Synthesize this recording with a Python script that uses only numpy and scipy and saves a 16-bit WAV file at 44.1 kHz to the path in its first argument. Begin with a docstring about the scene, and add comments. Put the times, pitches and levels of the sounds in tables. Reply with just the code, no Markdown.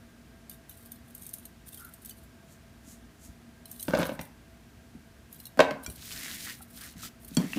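"""In a quiet, humming kitchen, a hand in a thin plastic glove picks at raw minced meat in a bowl.
The film crinkles as it buckles and the links of a bracelet collide; the glove squeaks and slides, and
the bowl nudges the wooden table. Something hard clatters beside it, exciting the modes of the wood,
a finger ring clinks on the bowl, and the hard thing is set down. Then the hand digs in: the meat
squelches as wet films tear and air pockets pop, the ring clinks and the bowl thumps on the table."""
import sys
import numpy as np
from scipy import signal
from scipy.fft import rfft, irfft, next_fast_len
from scipy.io import wavfile

SR = 44100
rng = np.random.default_rng(int(sys.argv[2]) if len(sys.argv) > 2 else 0)


def transcribe(signal):
    """Save signal, clipped to [-1, 1], as a 16-bit WAV file at the path in sys.argv[1]."""
    frames = np.atleast_2d(signal).T
    limited = np.clip(frames, -1, 1)
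    pcm = np.round(limited * 32767).astype(np.int16)
    wavfile.write(sys.argv[1], SR, pcm)


N = 334278
TIME = np.arange(N) / SR
BLOW = TIME[:SR // 5]  # time axis of one impact


def from_db(db):
    """Amplitude ratio of a level in decibels."""
    return 10 ** (np.asarray(db) / 20)


def rms_one(x):
    """Normalisation to unit power."""
    return x / np.sqrt(np.mean(x ** 2) + 1e-20)


def peak_one(x):
    """Normalisation to unit peak."""
    return x / (np.abs(x).max() + 1e-20)


def at_hz(points, hz):
    """Interpolation on a logarithmic frequency axis."""
    freqs, values = np.transpose(points)
    return np.interp(np.log(np.maximum(hz, 1)), np.log(freqs), values)


def add(out, s, sound):
    """Superposition: a sound joins the mix at time s."""
    start = max(round(s * SR), 0)
    out[start:start + len(sound)] += sound[:max(N - start, 0)]


def coloured(x, spectrum):
    """Spectral shaping by (frequency [Hz], level [dB]) points; rms 1."""
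    size = next_fast_len(len(x))
    gain = from_db(at_hz(spectrum, np.fft.rfftfreq(size, 1 / SR)))
    return rms_one(irfft(rfft(x, size) * gain, size)[:len(x)])


def above(x, hz):
    """High-pass: a steep filter removes the frequencies below hz."""
    return signal.sosfilt(signal.butter(4, hz, "high", fs=SR, output="sos"), x + 1e-18)


def drift(per_s):
    """Random modulation, interpolated between Gaussian values; rms 1."""
    knots = rng.standard_normal(int(per_s * N / SR) + 2)
    return rms_one(np.interp(TIME * per_s, np.arange(len(knots)), knots))


def decay(t60):
    """Exponential damping: 60 dB in t60 seconds."""
    return np.exp(-np.minimum(np.log(1000) * BLOW / t60, 40))


def resonator(hz, width_hz):
    """Second-order resonance: filter coefficients for unit peak gain."""
    r = np.exp(-np.pi * width_hz / SR)
    return (1 - r * r) / 2 * np.array([1, 0, -1]), [1, -2 * r * np.cos(2 * np.pi * hz / SR), r * r]


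def struck(modes, detune=0):
    """Modal superposition: damped sines of scattered strength and alternating sign."""
    out = 0
    for k, (hz, db, t60) in enumerate(modes):
        strength = from_db(db + 1.5 * rng.standard_normal())
        pitch = hz * (1 + detune * rng.standard_normal())
        out = out + (-1) ** k * strength * np.sin(2 * np.pi * pitch * BLOW) * decay(t60)
    return out


def grains(per_s, spread_db):
    """Poisson process: tiny clicks of uneven size; rms 1."""
    sizes = from_db(spread_db * np.minimum(rng.exponential(1, N), 4))
    return rms_one((rng.random(N) < per_s / SR) * sizes * rng.choice([-1, 1], N))


def stroke(start, end, sharpness=1):
    """Half-sine envelope of one movement; sharpness under 1 flattens the arch."""
    out, count = np.zeros(N), max(int((end - start) * SR), 2)
    add(out, start, np.abs(np.sin(np.linspace(0, np.pi, count))) ** sharpness)
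    return out


def held(start, end, rise_db_per_s, fall_db_per_s):
    """Envelope held at 1 from start to end, with exponential flanks."""
    drop_db = rise_db_per_s * np.maximum(start - TIME, 0) + fall_db_per_s * np.maximum(TIME - end, 0)
    return from_db(-np.minimum(drop_db, 200))


# spectrum of the room's air noise (frequency [Hz], level [dB])
AIR_SPECTRUM = [(15, -66), (25, -15), (36, -32), (52, -1), (180, -7.5), (236, -6.5), (270, -12), (335, -13),
                (575, -22.5), (659, -17), (796, -23.5), (1740, -23.5), (3720, -30), (12900, -36.5),
                (16000, -40)]
# hum of an appliance (frequency [Hz], rms level [dB], bandwidth [Hz])
HUM = [(59.8, -67, 2.3), (235.6, -61.5, 4.3), (666, -70.5, 5), (1596, -73, 14)]


def room_tone():
    """Stationary noise: broadband air, and a hum that wavers because its bands are narrow."""
    air = from_db(-54.5) * coloured(rng.standard_normal(N), AIR_SPECTRUM)
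    hum = sum(from_db(db) * rms_one(signal.lfilter(*resonator(hz, width), rng.standard_normal(N)))
              for hz, db, width in HUM)
    return air + hum


# flexes of the hand (start [s], end [s], level [dB])
FLEXES = [(0.49, 0.57, -59), (0.681, 0.994, -59.5), (1.047, 1.14, -61), (1.14, 1.33, -54),
          (1.33, 1.47, -61), (1.653, 1.84, -49), (1.8, 2.026, -60.5), (2.016, 2.14, -52.5),
          (2.142, 2.26, -61), (3.664, 3.801, -51.5), (3.773, 3.913, -48), (3.94, 4.17, -53),
          (4.2, 4.28, -53), (5.292, 5.492, -54.5), (5.822, 5.996, -50), (6.0, 6.64, -50),
          (6.612, 6.66, -53.5), (6.675, 6.932, -51), (7.194, 7.318, -52.5), (7.305, 7.66, -58)]
# spectrum of the snapping film (frequency [Hz], level [dB])
CRINKLE_SPECTRUM = [(2000, -24), (3500, -10), (6500, -15), (9000, -1.5), (12000, -3), (15000, -5)]


def glove_crinkle():
    """Buckling: the thin film gives way in clumps of tiny snaps as the hand flexes."""
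    snaps = grains(per_s=3200, spread_db=3) * from_db(4.5 * drift(per_s=110))
    flexing = sum(from_db(db) * stroke(start, end, sharpness=0.45) for start, end, db in FLEXES)
    return flexing * coloured(snaps, CRINKLE_SPECTRUM)


def faint_collisions(per_s, over_flex_db, low_db):
    """Random excitation: links collide most often in mid-flex; rows as in JINGLES."""
    rows = []
    for start, end, db in FLEXES:
        for _ in range(round(per_s * (end - start))):
            s = rng.triangular(start, (start + end) / 2, end)
            rows.append((s, db + over_flex_db + 0.5 * rng.standard_normal(), low_db))
    return rows


# clearest collisions of the links (time [s], level [dB], relative level of the low modes [dB])
JINGLES = [(0.4958, -24, -19), (0.512, -32, -8), (0.6944, -30, -15), (0.71, -34, -10), (0.858, -33.5, -14),
           (0.918, -25, -21), (1.149, -26.5, -23), (1.1792, -32.5, -22), (1.2214, -29.5, -22),
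           (1.2314, -33, -27), (1.2436, -33, -26), (1.2646, -26.5, -23), (1.291, -26.5, -28),
           (1.3327, -28, -30), (1.337, -19.5, -27), (1.3833, -33, -26), (1.3944, -38, -26),
           (1.453, -27.5, -19), (1.6827, -35.5, -18), (1.73, -34, -24), (1.847, -31.5, -20),
           (1.937, -30.5, -22), (2.048, -28.5, -20), (2.0576, -28.5, -17), (2.0941, -25.5, -14),
           (2.108, -35, -2), (3.6555, -33, -6), (3.7134, -27, -32), (3.796, -27, -3), (3.8057, -26, -28.5),
           (3.817, -29, -25), (3.8265, -20, -14.5), (3.832, -27, -20), (3.9878, -23, -17),
           (4.065, -27.5, -13), (4.212, -26.5, -14), (5.3267, -30.5, -20), (5.4, -32, -6),
           (5.454, -25.5, -8.5), (5.4667, -30.5, -11), (5.845, -32.5, -8), (5.899, -25, -11),
           (7.2464, -31, -33), (7.348, -27, -22)]
# high and low modes of the links (frequency [Hz], level [dB], t60 [s])
LINK_HIGH_MODES = [(6490, -1, 0.013), (8530, -6.5, 0.039), (9075, -0.5, 0.016), (9500, -5, 0.026),
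                   (10950, -1.5, 0.0085), (11450, 0, 0.018), (12210, -6.5, 0.017), (12750, -13, 0.046),
                   (13200, 0.5, 0.023), (15130, -6, .02)]
LINK_LOW_MODES = [(3057, -1.5, 0.035), (3953, 3, 0.041), (4370, 6.5, 0.014), (5680, 0.5, 0.022)]


def bracelet():
    """Impact and rebound: links of slightly different sizes tick, ring, chatter and bounce once."""
    out = np.zeros(N)
    tick_spectrum = [(800, -6), (2500, 0), (6000, 2), (12000, -5)]
    for s, db, low_db in JINGLES + faint_collisions(per_s=14, over_flex_db=14.5, low_db=-10):
        bright_hz = 12000 * 2 ** (0.17 * rng.standard_normal())  # where this link rings most
        modes = [(hz, mode_db - 9 * abs(np.log2(hz / bright_hz)), t60)
                 for hz, mode_db, t60 in LINK_HIGH_MODES]
        chatter_fade = from_db(-13.5) * decay(0.0081) + from_db(-15.5) * decay(0.1)
        chatter = above(rng.standard_normal(len(BLOW)), hz=5850) * chatter_fade
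        high = peak_one(struck(modes, detune=0.025) + chatter)
        low = peak_one(struck(LINK_LOW_MODES, detune=0.11))
        tick = coloured(rng.standard_normal(len(BLOW)), tick_spectrum) * decay(0.019)
        swell = 1 - decay(0.0096)
        link = from_db(db) * (high + from_db(low_db) * low + from_db(-20) * tick) * swell
        add(out, s, link)
        add(out, s + rng.uniform(0.0011, 0.003), from_db(-13) * link)  # the bounce
    return above(out, hz=1700)


# the glove sticks on the glaze (start [s], end [s], level [dB])
SQUEAKS = [(1.768, 1.921, -54.5)]


def glove_squeak():
    """Stick-slip friction: irregular slips drive a narrow resonance."""
    squeak = grains(per_s=2400, spread_db=-1)
    for _ in range(2):
        squeak = signal.lfilter(*resonator(hz=1390, width_hz=230), squeak)
    return sum(from_db(db) * stroke(start, end) for start, end, db in SQUEAKS) * rms_one(squeak)


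# fingertips slide at full speed (start [s], end [s], level [dB])
SLIDES = [(2.517, 2.53, -59.5), (2.887, 2.928, -54), (3.244, 3.256, -53.5)]
# spectrum of the sliding film (frequency [Hz], level [dB])
SLIDE_SPECTRUM = [(2500, -14), (5000, -6.5), (7000, 1), (9000, -3), (12000, -5.5), (16000, -12)]


def glove_slide():
    """Sliding friction: dense microscopic contacts merge into a hiss."""
    sliding = sum(from_db(db) * held(start, end, rise_db_per_s=300, fall_db_per_s=290)
                  for start, end, db in SLIDES)
    return sliding * coloured(grains(per_s=9100, spread_db=4), SLIDE_SPECTRUM)


# modes of the table on its legs (frequency [Hz], level [dB], t60 [s])
LEG_MODES = [(63.3, 3, 0.25), (105, -2.5, 0.19)]


def table_sway():
    """Free vibration: the table rocks on its legs after a blow; peak 1."""
    return peak_one(struck(LEG_MODES) * (1 - decay(0.033)) * (1 - BLOW / BLOW[-1]))


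# the bowl is pushed on the table (time [s], level [dB], push length [s], relative rattle level [dB])
THUMPS = [(2.875, -42, 0.0018, -30), (2.902, -46, 0.002, -28), (3.288, -37, 0.0086, -30),
          (4.949, -37, 0.002, -21), (5.574, -32.5, 0.0032, 3), (5.878, -30.5, 0.0084, -7.5),
          (6.955, -35.5, 0.0066, -35), (7.314, -32, 0.0046, -19.5), (7.37, -9, 0.0024, -12),
          (7.402, -23.5, 0.0018, -4), (7.439, -22, 0.0017, -19), (7.56, -20.5, 0.0027, -24),
          (7.570, -15, 0.0027, -15.5)]
# modes of the whole table top (frequency [Hz], level [dB], t60 [s])
TOP_MODES = [(172, -7, 0.11), (190, -11, 0.13), (249.6, 2, 0.033), (304, -8.5, 0.024)]
# spectrum of the bowl's rattling foot (frequency [Hz], level [dB])
RATTLE_SPECTRUM = [(250, 6), (500, -1.5), (1200, -9), (2500, -23), (6000, -29)]


def bowl_thumps():
    """Forced response: a soft push drives the table top as the foot rattles; slow ones rock the legs."""
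    out, sway = np.zeros(N), np.zeros(N)
    equal_push_s = 0.01  # a push this long gives as much sway as thud
    for s, db, push_s, rattle_db in THUMPS:
        push = BLOW * np.exp(-BLOW * 2 * np.pi / push_s)
        thud = peak_one(signal.fftconvolve(struck(TOP_MODES), push)[:len(BLOW)])
        rattle = peak_one(coloured(rng.standard_normal(len(BLOW)), RATTLE_SPECTRUM) * decay(0.22))
        add(out, s, from_db(db) * (thud + from_db(rattle_db) * rattle))
        add(sway, s, from_db(db) * (push_s / equal_push_s) ** 3 * table_sway())
    return above(above(out, hz=148), hz=110) + sway


# hard contacts on the table (time [s], level [dB], relative crack level [dB], relative thud level [dB])
KNOCKS = [(3.882, -23.5, -3, 2), (3.935, -13, -24, -5), (3.95, -16.5, -6, -25), (3.967, -30, -11, 5),
          (3.985, -18.5, -27, -10), (3.995, -26, -3, 7), (4.001, -27.5, -1.5, -8), (4.017, -23, -6, -28),
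          (4.03, -24, 3.5, -2), (4.06, -35, -7, -7), (4.092, -23.5, -8.5, -8.5), (4.117, -32, -9, -2),
          (4.192, -32, 5.5, 1.5), (5.592, -4.5, -12, -16), (5.603, -3, -7, -36), (5.709, -26.5, 3.5, -2)]
# modes of the object and the wood under it (frequency [Hz], level [dB], t60 [s])
WOOD_MODES = [(276, -17.5, 0.038), (405, -10.5, 0.022), (463, -13, 0.058), (572, 2, 0.037),
              (644, 1.5, 0.015), (720, -5.5, 0.024), (884, -11.5, 0.021), (995, -10.5, 0.035),
              (1180, -13.5, 0.012), (1535, -9.5, 0.027), (2205, -24.5, 0.079), (2754, -24.5, 0.051)]
# spectra of a contact's crack and of the scrape (frequency [Hz], level [dB])
CRACK_SPECTRUM = [(200, -26), (600, 0), (2000, 2.5), (5000, -7), (7500, -17), (12000, -25), (16000, -30)]
SCRAPE_SPECTRUM = [(200, -14), (550, 7), (800, -6.5), (1550, 2), (2000, -15), (5200, -16), (9000, -24.5),
                   (16000, -25)]


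def table_knocks():
    """Impact excitation: a hard object cracks on the wood, rings it and scrapes as it clatters."""
    scraping = from_db(-38) * held(3.888, 4.04, rise_db_per_s=3000, fall_db_per_s=230)
    out = scraping * coloured(grains(per_s=1200, spread_db=5.5), SCRAPE_SPECTRUM)
    sway = np.zeros(N)
    for s, db, crack_db, thud_db in KNOCKS:
        crack = peak_one(coloured(rng.standard_normal(len(BLOW)), CRACK_SPECTRUM) * decay(0.031))
        wood = peak_one(struck(WOOD_MODES, detune=0.034) * (1 - decay(0.0038)))
        thud = peak_one(struck(TOP_MODES, detune=0.081))
        add(out, s, from_db(db) * (wood + from_db(crack_db) * crack + from_db(thud_db) * thud))
        add(sway, s, from_db(db + thud_db - 18.5) * table_sway())
    return above(out, hz=137) + sway


# the finger ring hits the bowl (time [s], peak level [dB], angle round the rim [rad])
CLINKS = [(4.212, -33.5, 0.99), (5.863, -20, 1.07), (7.3693, -13, 0.69)]
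# rim modes with 2, 3, 4 ... waves, damped by the meat (frequency [Hz], level [dB], t60 [s])
RIM_MODES = [(1465, 4.5, 0.032), (2370, -9, 0.11), (3280, -4, 0.082), (4444, -4.5, 0.076),
             (5730, 3.5, 0.025), (6460, -9, 0.036), (7460, 8.5, 0.012), (8700, -10, 0.04),
             (9750, -5.5, 0.023)]


def ring_clinks():
    """Standing waves: a metal tick excites each rim mode by its amplitude at the point struck."""
    out = np.zeros(N)
    for s, db, angle in CLINKS:
        modes = [(hz, mode_db + 20 * np.log10(abs(np.cos(waves * angle)) + 0.01), t60)
                 for waves, (hz, mode_db, t60) in enumerate(RIM_MODES, 2)]
        tick = from_db(-4) * above(rng.standard_normal(len(BLOW)), hz=900) * decay(0.03)
        add(out, s, from_db(db) * peak_one(struck(modes) + tick))
    return out


def bubbles(pitch_count, q):
    """Bubble resonance: each tiny burst pings briefly at one of several pitches; rms 1."""
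    bursts = grains(per_s=500, spread_db=5.5)
    pitch_index = rng.integers(0, pitch_count, N)
    out = 0
    for k, hz in enumerate(np.geomspace(1500, 7000, pitch_count)):
        out = out + rms_one(signal.lfilter(*resonator(hz, hz / q), bursts * (pitch_index == k) + 1e-18))
    return rms_one(out)


def hollow(drive, start, end, hz):
    """Cavity resonance: the hollow under the hand wavers and rises in pitch as it closes."""
    out, state = np.zeros(N), np.zeros(2)
    first, last = int(start * SR), min(int(end * SR), N)
    progress = (TIME - start) / (end - start)
    octaves = 0.23 * (progress - 0.5) + 0.12 * drift(per_s=45)
    for i in range(first, last, 128):
        block = slice(i, i + 128)
        cavity = resonator(hz * 2 ** octaves[i], width_hz=450)
        out[block], state = signal.lfilter(*cavity, drive[block], zi=state)
    return out / (out[first:last].std() + 1e-20)


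# squeezes of the meat (start [s], end [s], hiss level [dB], hollow level [dB], hollow pitch [Hz])
SQUEEZES = [(5.936, 6.596, -41.5, -47, 1860), (6.417, 6.574, -52.5, -44, 2140),
            (6.714, 6.958, -49.5, -52, 1650), (6.956, 7.059, -50, -59, 1600),
            (7.018, 7.091, -39.5, -52, 1600), (7.27, 7.668, -49, -53, 2010), (7.506, 7.63, -54, -46, 2560)]
# spectrum of the tearing wet films (frequency [Hz], level [dB])
SQUISH_SPECTRUM = [(600, -14), (1200, -15), (2000, -4.5), (4000, 0), (7000, -1), (11000, -4.5), (15500, -5)]


def meat_squelch():
    """Source and filter: tearing wet films hiss and drive the hollow; the table rumbles under the load."""
    fine = grains(per_s=12000, spread_db=4.5)
    coarse = grains(per_s=450, spread_db=3)
    tearing = (fine + from_db(-6) * coarse) * from_db(1.6 * drift(per_s=80))
    hiss = rms_one(coloured(tearing, SQUISH_SPECTRUM) + from_db(-6.5) * bubbles(pitch_count=8, q=3.2))
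    drive = coloured(tearing, [(500, -24.5), (1200, -3), (3000, -5), (7000, -9)])
    rumble = rms_one(signal.fftconvolve(rng.standard_normal(N), struck(TOP_MODES))[:N])
    squelch = hiss + from_db(-11.5) * rumble
    out = np.zeros(N)
    for start, end, hiss_db, hollow_db, hz in SQUEEZES:
        # the hiss follows the pressure broadly; the hollow sounds only near its height
        out += from_db(hiss_db) * stroke(start, end, sharpness=0.95) * squelch
        out += from_db(hollow_db) * stroke(start, end, sharpness=6.4) * hollow(drive, start, end, hz)
    return out


# air pockets open in the meat (time [s], level [dB], frequency [Hz], t60 [s])
POPS = [(6.26, -28, 2360, 0.0048), (6.468, -34.5, 1930, 0.043), (6.607, -44.5, 800, .04),
        (6.608, -44.5, 1350, 0.028), (7.033, -36, 1300, 0.029), (7.533, -25, 2690, 0.023),
        (7.534, -23.5, 1930, 0.0066)]


def air_pops():
    """Damped oscillation: each opening pocket rings at a single frequency."""
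    out = np.zeros(N)
    for s, db, hz, t60 in POPS:
        add(out, s, from_db(db) * np.sin(2 * np.pi * hz * BLOW) * decay(t60))
    return out


# reverberation of the kitchen (frequency [Hz], t60 [s], level [dB])
REVERB_BANDS = [(100, 0.57, 1), (250, 0.51, 1), (560, 0.38, -2.5), (910, 0.45, 3), (1590, 0.49, -0.5),
                (2970, 0.26, 2), (7900, 0.32, -6), (15900, 0.213, 4)]


def kitchen(x, first_echo_s):
    """Diffuse reverberation: echoes set in after the nearest wall's and decay band by band."""
    t, tail = TIME[:SR], 0
    white, hz = rfft(rng.standard_normal(SR)), np.fft.rfftfreq(SR, 1 / SR)
    onset = np.clip(t / first_echo_s - 1, 0, 1)
    edges = np.geomspace(70, 17000, 13)
    for low, high in zip(edges, edges[1:]):
        t60, db = (at_hz(np.array(REVERB_BANDS)[:, [0, k]], np.sqrt(low * high)) for k in (1, 2))
        band = irfft(white * (hz >= low) * (hz < high), SR)
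        fade = 1000 ** (-t / t60) * onset
        tail = tail + band * from_db(db) * fade / np.sqrt(np.sum(fade ** 2))
    return signal.fftconvolve(x, tail)[:N]


def scene():
    """Direct and reverberant fields add: the bowl is close and dry, the knocks stir the room more."""
    table = table_knocks()
    bowl = bowl_thumps() + ring_clinks()
    hand = bracelet() + glove_crinkle() + glove_slide() + glove_squeak() + meat_squelch() + air_pops()
    into_room = from_db(-6.5) * table + from_db(-12) * bowl + from_db(-13) * hand
    return (table + bowl + hand + kitchen(into_room, first_echo_s=0.0021) + room_tone())[None]


def record(dry):
    """Band limiting: a steep low-pass removes the highest treble."""
    cutoff_hz = 15450
    return signal.sosfilt(signal.ellip(10, 0.2, 80, cutoff_hz, fs=SR, output="sos"), dry)


dry = scene()
out = record(dry)
transcribe(out)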